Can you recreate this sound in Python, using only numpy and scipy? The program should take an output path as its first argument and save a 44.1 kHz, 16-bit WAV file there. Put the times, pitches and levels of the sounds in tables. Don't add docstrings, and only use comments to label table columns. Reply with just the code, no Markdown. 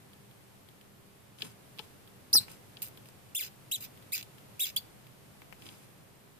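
import sys
import numpy as np
from scipy import signal
from scipy.fft import rfft, irfft
from scipy.io import wavfile
from scipy.ndimage import uniform_filter1d, minimum_filter1d

SR = 44100
rng = np.random.default_rng(int(sys.argv[2]) if len(sys.argv) > 2 else 0)


def ratio_of_db(decibels):
    return 10 ** (np.asarray(decibels, float) / 20)


def transcribe(u):
    v = np.clip(np.atleast_2d(u).T, -1, 1)
    q = np.round(v * 32767).astype(np.int16)
    wavfile.write(sys.argv[1], SR, q)


N = 281799
MOUTH_CUT_HZ = 1950


def rms_one(x):
    return x / np.sqrt(np.mean(x ** 2) + 1e-20)


def in_time(rows):
    s, *columns = np.transpose(rows)
    return [np.interp(np.arange(N) / SR, s, c) for c in columns]


def phrases(tables, edge_s):
    t = np.arange(N) / SR
    gate = sum((t >= rows[0][0]) & (t < rows[-1][0]) for rows in tables) > 0
    rows = sorted(row for rows in tables for row in rows)
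    return [uniform_filter1d(gate * 1.0, max(1, int(edge_s * SR)))] + in_time(rows)


def wobble(hz):
    r = np.exp(-2 * np.pi * hz / SR)
    noise = rng.standard_normal(N + SR)
    return rms_one(signal.lfilter([1], [1, -2 * r, r * r], noise)[SR:])


def butter(x, order, hz, kind):
    return signal.sosfilt(signal.butter(order, hz, kind, fs=SR, output="sos"), x)


def butter_both_ways(x, hz, kind):
    return signal.sosfiltfilt(signal.butter(4, hz, kind, fs=SR, output="sos"), x)


def colour(x, spectrum):
    hz, level_db = np.transpose(spectrum)
    grid = np.linspace(1, SR / 2, 4097)
    gain = ratio_of_db(np.interp(np.log(grid), np.log(hz), level_db, left=-60, right=-60))
    fold = irfft(np.log(gain))[:4097] * np.r_[1, np.full(4095, 2), 1]
    taps = irfft(np.exp(rfft(fold, 8192)))
    taps = (taps / np.linalg.norm(taps)).reshape((1,) * (x.ndim - 1) + (-1,))
    return signal.oaconvolve(x, taps, axes=-1)[..., :N]


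def resonate(x, modes):
    out, power = 0, 0
    for k, (hz, width_hz, level_db) in enumerate(modes):
        r = np.exp(-np.pi * width_hz / SR)
        b = (1 - r * r) / 2 * np.array([1, 0, -1]) * ratio_of_db(level_db) * (-1) ** k
        out = out + signal.lfilter(b, [1, -2 * r * np.cos(2 * np.pi * hz / SR), r * r], x + 1e-18)
        power += ratio_of_db(2 * level_db) * np.pi * width_hz / SR
    return out / np.sqrt(power)


def strikes(times, level_db, spread_s):
    out, shape = np.zeros(N), np.exp(-np.arange(200) / (spread_s * SR))
    bursts = rng.standard_normal((len(times), 200)) * shape
    for s, gain, burst in zip(times, ratio_of_db(level_db), bursts):
        start = round(s * SR)
        out[start:start + 200] += gain * burst / np.linalg.norm(burst)
    return out


# t/s, pitch f/Hz
SQUEAK_PITCHES = [
    [(2.329, 3500), (2.333, 4950), (2.341, 5960), (2.351, 5200), (2.359, 5100), (2.368, 4580),
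     (2.378, 4200), (2.39, 3870)],
    [(3.348, 2600), (3.36, 3350), (3.37, 3670), (3.38, 3450), (3.387, 3150), (3.393, 2500), (3.41, 1900),
     (3.427, 1400)],
    [(3.713, 2500), (3.723, 3650), (3.73, 3960), (3.738, 4040), (3.748, 3850), (3.763, 3000)],
    [(4.12, 1800), (4.127, 2250), (4.14, 2640), (4.146, 2450), (4.154, 2200)],
    [(4.593, 2200), (4.603, 3300), (4.612, 3720), (4.624, 3830), (4.636, 3760), (4.641, 3400),
     (4.652, 3250)],
    [(4.761, 2900), (4.766, 3300), (4.772, 3500), (4.773, 4650), (4.789, 4350)],
]
# attack t/s, release t/s, first harmonic level/dB, drift over the hold/dB,
# overtones above the first harmonic level/dB
BREATHS = [(.003, .008, -24, 3, -8), (.003, 0.042, -38, -2, -3.5), (.004, 0.002, -37, -2, -4),
           (.006, 0.0032, -41, -0.5, -3.5), (.007, .006, -36, -0.5, -6), (.005, 0.017, -28, -3, -15.5)]


def whistles():
    tables = []
    for rows, (attack_s, release_s, level_db, drift_db, overtone_db) in zip(SQUEAK_PITCHES, BREATHS):
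        s, hz = np.transpose(rows)
        t = np.arange(s[0], s[-1], .001)
        hold_start, hold_end = s[0] + attack_s, s[-1] - release_s
        shape_db = np.interp(t, [s[0], hold_start, hold_end, s[-1]], [-10.5, 0, 0, -13])
        hold_db = np.interp(t, [hold_start, hold_end], [0, drift_db])
        overtones_db = overtone_db - .2 * shape_db + np.linspace(0, -3.5, len(t))
        tables.append(list(zip(t, np.interp(t, s, hz), level_db + hold_db + shape_db, overtones_db)))
    return tables


# f/Hz, level/dB
OVERTONE_PATH = [(3000, 12), (6000, -2.5), (7800, 3.5), (11300, 7), (13000, 3), (14200, 6), (15000, 2),
                 (15400, -32)]


def whistle():
    gate, hz, level_db, overtone_db = phrases(whistles(), edge_s=.001)
    hz = uniform_filter1d(hz, 60) * (1 + .011 * wobble(hz=300))
    phase = 2 * np.pi * np.cumsum(hz) / SR
    out = ratio_of_db(level_db + 2.8 * wobble(hz=250)) * np.sin(phase)
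    for k in range(2, 8):
        path_db = np.interp(k * hz, *np.transpose(OVERTONE_PATH), right=-90)
        harmonic_db = level_db + overtone_db - 2.2 * (k - 2) + path_db - 1.5
        out += ratio_of_db(harmonic_db + 3.5 * wobble(hz=250)) * np.sin(k * phase)
    return butter(np.sqrt(2) * gate * out, 4, MOUTH_CUT_HZ, "high")


RASP_STARTS = [2.3285, 2.8185, 3.3475, 3.713, 3.8025, 4.12, 4.593, 4.762]
# hold t/s, fade t/s, bright level/dB, throat part above it level/dB
RASPS = [(0.028, 0.032, -27.5, -17), (0.0053, 0.047, -35.5, -13), (0.066, .07, -35.5, -2),
         (0.011, 0.062, -34, -5.5), (0.047, 0.023, -46.5, -2), (0.024, 0.064, -32.5, -0.5),
         (0.033, 0.081, -30, -2.5), (0.0079, 0.02, -28.5, 0)]


def rasps():
    tables = []
    for s, (hold_s, fade_s, db, throat_db) in zip(RASP_STARTS, RASPS):
        attack_s = min(.002, .9 * hold_s)
        tables.append([(s, db - 3, throat_db - 8.5),
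                       (s + attack_s, db, throat_db - 8.5),
                       (s + hold_s, db, throat_db),
                       (s + hold_s + fade_s, db - 27.5, throat_db + 8.5)])
    return tables


# t/s, first gap t/s, peak level/dB, throat part above it level/dB
CREAK_RUNS = [
    (2.5152, 0.014, -30, -16),
    (2.82, .01, -18, -13.5),
    (2.846, 0.0058, -25.5, -19.5),
    (3.057, 0.014, -35, -11.5),
    (3.4637, 0.0057, -31, -10),
    (4.2105, 0.017, -28.5, -6.5),
]
CREAKS_PER_RUN = [1, 1, 6, 3, 2, 2]


def creaks():
    rows = []
    for (s, gap_s, db, throat_db), count in zip(CREAK_RUNS, CREAKS_PER_RUN):
        for k in range(count):
            rows.append((s + gap_s * np.sum(1.13 ** np.arange(k)), db, throat_db))
    return np.array(rows) + rng.normal(0, 1, (len(rows), 1)) * [0, 1, -1]


# f/Hz, width f/Hz, level/dB
THROAT = [(2455, 3500, 12), (3280, 180, 8.5), (4650, 1300, -3.5)]
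# f/Hz, level per Hz/dB
BRIGHT = [(6500, -19), (8300, -8), (10500, -10), (12000, -5), (13400, -4), (14250, 7), (15000, -1.5),
          (16200, -7)]


def rasp():
    gate, level_db, throat_db = phrases(rasps(), edge_s=0.00131)
    voiced = phrases(SQUEAK_PITCHES, edge_s=0.011)[0]
    recent_db = -minimum_filter1d(np.where(gate > 0, -level_db, 99), 6001)
    effort = np.clip(3.5 + (level_db - recent_db) / 19.5 + voiced, 0, 1)
    rate_hz = 280 * (2200 / 280) ** effort * ratio_of_db(3.4 * wobble(hz=149.3))
    slaps = np.diff(np.floor(np.cumsum(rate_hz) / SR), prepend=0) * ratio_of_db(rng.normal(0, 4.5, N))
    puffs = signal.lfilter([1], [1, -np.exp(-1 / (.0007 * SR))], slaps) * rng.standard_normal(N)
    puffs = puffs / np.sqrt(uniform_filter1d(puffs ** 2, 800) + 1e-9) * gate * ratio_of_db(level_db)
    s, peak_db, lone_throat_db = np.transpose(creaks())
    lone = strikes(s, peak_db - 0.5, spread_s=0.00099)
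    lone_throat = strikes(s, peak_db + lone_throat_db + 10.5, spread_s=0.00026)
    leak = ratio_of_db(-13 * voiced)
    throat = resonate(puffs * leak * ratio_of_db(throat_db) + lone_throat, THROAT)
    bright = colour(puffs * leak ** .3 + lone, BRIGHT)
    return bright + butter(throat, 3, MOUTH_CUT_HZ, "high")


# t/s, peak level/dB, left-right level/dB
SHELL_TAPS = [
    (1.3858, -43.5, 15),
    (1.407, -37, 3),
    (1.42, -18.5, 4),
    (1.7916, -28.5, 15),
    (1.799, -45, 24),
    (2.7695, -34, 4),
    (5.665, -35.5, 3),
    (5.689, -34.5, 0),
]
# t/s, peak level/dB, left-right level/dB
CLAW_TAPS = [(0.1328, -44, 1), (0.3113, -47, 3), (0.6875, -42.5, 4), (0.8113, -45, 3), (1.7763, -44, 5),
             (1.7862, -32, -9), (2.075, -43, 0), (2.9735, -38, 2), (3.9744, -45, 4), (4.025, -45, 2),
             (4.3822, -45.5, 9), (5.068, -44, 2), (5.6208, -38, 2), (5.656, -47, 6)]
# t/s, peak level/dB, left-right level/dB
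GLASS_TAPS = [
    (2.482, -44.5, -2.0),
    (5.4185, -47, 1),
    (5.525, -45, 12),
]
# ring level/dB, thud level/dB, tick level/dB
SURFACES = [
    (-2, -36, -18),
    (-4, -6.5, -6),
    (-7, 11.5, -3),
]
# f/Hz, width f/Hz, level/dB
SHELL = [(1690, 97, 3), (2460, 270, 4.5), (3190, 317, 14), (4460, 1600, 5), (5250, 1440, -4)]
# f/Hz, width f/Hz, level/dB
THUD = [(294, 590, -6.5), (730, 780, 1.5), (1400, 1470, 1.5), (1980, 910, 3)]


def taps():
    events = []
    for rows, surface in zip([SHELL_TAPS, CLAW_TAPS, GLASS_TAPS], SURFACES):
        events += [(s, db, *surface, pan_db) for s, db, pan_db in rows]
    s, peak_db, ring_db, thud_db, tick_db, pan_db = np.transpose(sorted(events))
    ring = resonate(strikes(s, peak_db + ring_db + 16, spread_s=.000005), SHELL)
    thud = resonate(strikes(s, peak_db + thud_db + 20, spread_s=.000005), THUD)
    tick = colour(strikes(s, peak_db + tick_db + 14.5, spread_s=0.00087), BRIGHT)
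    side_db = np.interp(np.arange(N) / SR, s, pan_db) / 2
    return (ring + thud + tick) * ratio_of_db([side_db, -side_db])


# t/s, rise t/s, fall t/s, level/dB
SHUFFLES = [
    (1.379, 0.048, 0.1, -49),
    (1.77, 0.022, 0.18, -60.5),
    (2.399, .002, 0.038, -46),
    (2.44, 0.072, 0.084, -55),
    (5.57, 0.097, 0.2, -56.5),
]
# f/Hz, level per Hz/dB
SAND = [(100, 36), (300, 19.5), (1000, 13.5), (3500, 11), (6500, 8), (10000, 9.5), (14500, 6), (15300, -35)]


def scuffs():
    swells = [[(s, db - 13), (s + rise_s, db), (s + rise_s + fall_s, db - 13)]
              for s, rise_s, fall_s, db in SHUFFLES]
    gate, level_db = phrases(swells, edge_s=0.025)
    sizes = ratio_of_db(0.39 * np.minimum(rng.exponential(1, N), 5)) * rng.choice([-1, 1], N)
    grains_per_s = 4000 * ratio_of_db(4 * wobble(hz=40))
    grains = sizes * (rng.random(N) < grains_per_s / SR)
    return colour(rms_one(grains), SAND) * gate * ratio_of_db(level_db)


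# t/s, level/dB, dish knock above it level/dB
BOOMS = [
    (1.426, -58, -28),
    (1.438, -67, -23),
    (1.795, -69.5, 12.5),
    (2.348, -49, 1.5),
    (2.353, -61.5, 8),
]
# f/Hz, width f/Hz, level/dB
FLOOR_MODES = [(119.6, 5.6, -4.5), (207, 4.7, -2), (260, 55, -11), (420, 53, -6.5)]
# f/Hz, width f/Hz, level/dB
DISH = [(455, 15, 2.5), (858, 49, 0), (1310, 44, -1.5), (1790, 53, -12)]


def booms():
    s, level_db, knock_db = np.transpose(BOOMS)
    push = strikes(s, level_db + 36.5, spread_s=0.0052)
    knock = strikes(s, level_db + knock_db + 33.5, spread_s=0.002)
    return resonate(push, FLOOR_MODES) + resonate(knock, DISH)


def tank(x):
    t = np.arange(SR // 4) / SR
    sparse = rng.random((2, len(t))) < 2500 / SR
    early = rng.standard_normal((2, len(t))) * sparse * ratio_of_db(-60 * t / .03) * (t > .001)
    late = rng.standard_normal((2, len(t))) * ratio_of_db(-60 * t / .18) * (t > .004)
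    echoes = np.zeros((2, len(t)))
    for part, db in [(early, -3.5), (late, -15)]:
        echoes += ratio_of_db(db) * part / np.linalg.norm(part, axis=1, keepdims=True)
    left_lag_s = .00081
    echoes[0, round(left_lag_s * SR)] += 1
    echoes[1, 0] += 1
    return signal.oaconvolve(x, echoes / np.linalg.norm(echoes, axis=1, keepdims=True), axes=1)[:, :N]


# f/Hz, level per Hz/dB
ROOM = [(15, -9), (30, -21), (60, -14.5), (125, 1), (165, -5.5), (235, -9), (600, -13), (1500, -19.5),
        (2800, -22), (6200, -28.5), (9000, -26.5), (14500, -26), (15000, -67), (16000, -68)]
# t/s, level/dB
ROOM_DB = [(0.0, -59.5), (1.35, -60.5), (1.6, -58.5), (2.3, -59), (2.97, -57), (3.15, -58.5), (4.82, -57),
           (5.16, -59), (5.52, -58), (6.39, -60.5)]
# f/Hz, likeness (0 to 1)
LIKENESS = [(40, 0.8), (90, 0.52), (180, 0.4), (350, 0.083), (900, 0.01), (3000, 0.018)]
# f/Hz, level/dB
HUM = [(199, -70.5), (401, -76)]


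def room():
    mid, side = colour(rng.standard_normal((2, N)), ROOM)
    hz, alike = np.transpose(LIKENESS)
    bins_hz = np.linspace(1, SR / 2, N // 2 + 1)
    alike = np.clip(np.interp(np.log(bins_hz), np.log(hz), alike), 0, 1)
    mid = irfft(rfft(mid) * np.sqrt(1 + alike), N)
    side = irfft(rfft(side) * np.sqrt(1 - alike), N)
    t = np.arange(N) / SR
    hum = sum(ratio_of_db(db + 3 * wobble(hz=4)) * np.sqrt(2) * np.sin(2 * np.pi * hz * t) for hz, db in HUM)
    level_db, = in_time(ROOM_DB)
    return ratio_of_db(level_db + 0.17 * wobble(hz=1.7)) * (mid + side * [[1], [-1]]) + hum


def ducked(x):
    heard = [[row for row in rows if row[1] > .9 * MOUTH_CUT_HZ] for rows in SQUEAK_PITCHES[1:5]]
    voiced = np.roll(phrases(heard, edge_s=0.0072)[0], 300)
    lows = butter_both_ways(x, 2100, "low")
    lows = lows - .85 * butter_both_ways(x, [220, 700], "band")
    return x - lows * (1 - ratio_of_db(-18 * voiced))


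def scene():
    voice = whistle() * ratio_of_db([[2.5], [1.0]]) + rasp() * ratio_of_db([[3.5], [4.5]])
    return tank(voice + taps() + ratio_of_db(5.0) * scuffs()) + booms() + ducked(room())


def low_pass(x):
    return signal.sosfilt(signal.butter(12, 16030, fs=SR, output="sos"), x)


def record(dry):
    shelved = signal.sosfilt(signal.ellip(8, .5, 20, 14650, fs=SR, output="sos"), dry)
    mix = signal.sosfilt(signal.cheby2(10, 50, 16200, fs=SR, output="sos"), shelved)
    return low_pass(mix)


dry = scene()
out = record(dry)
transcribe(out)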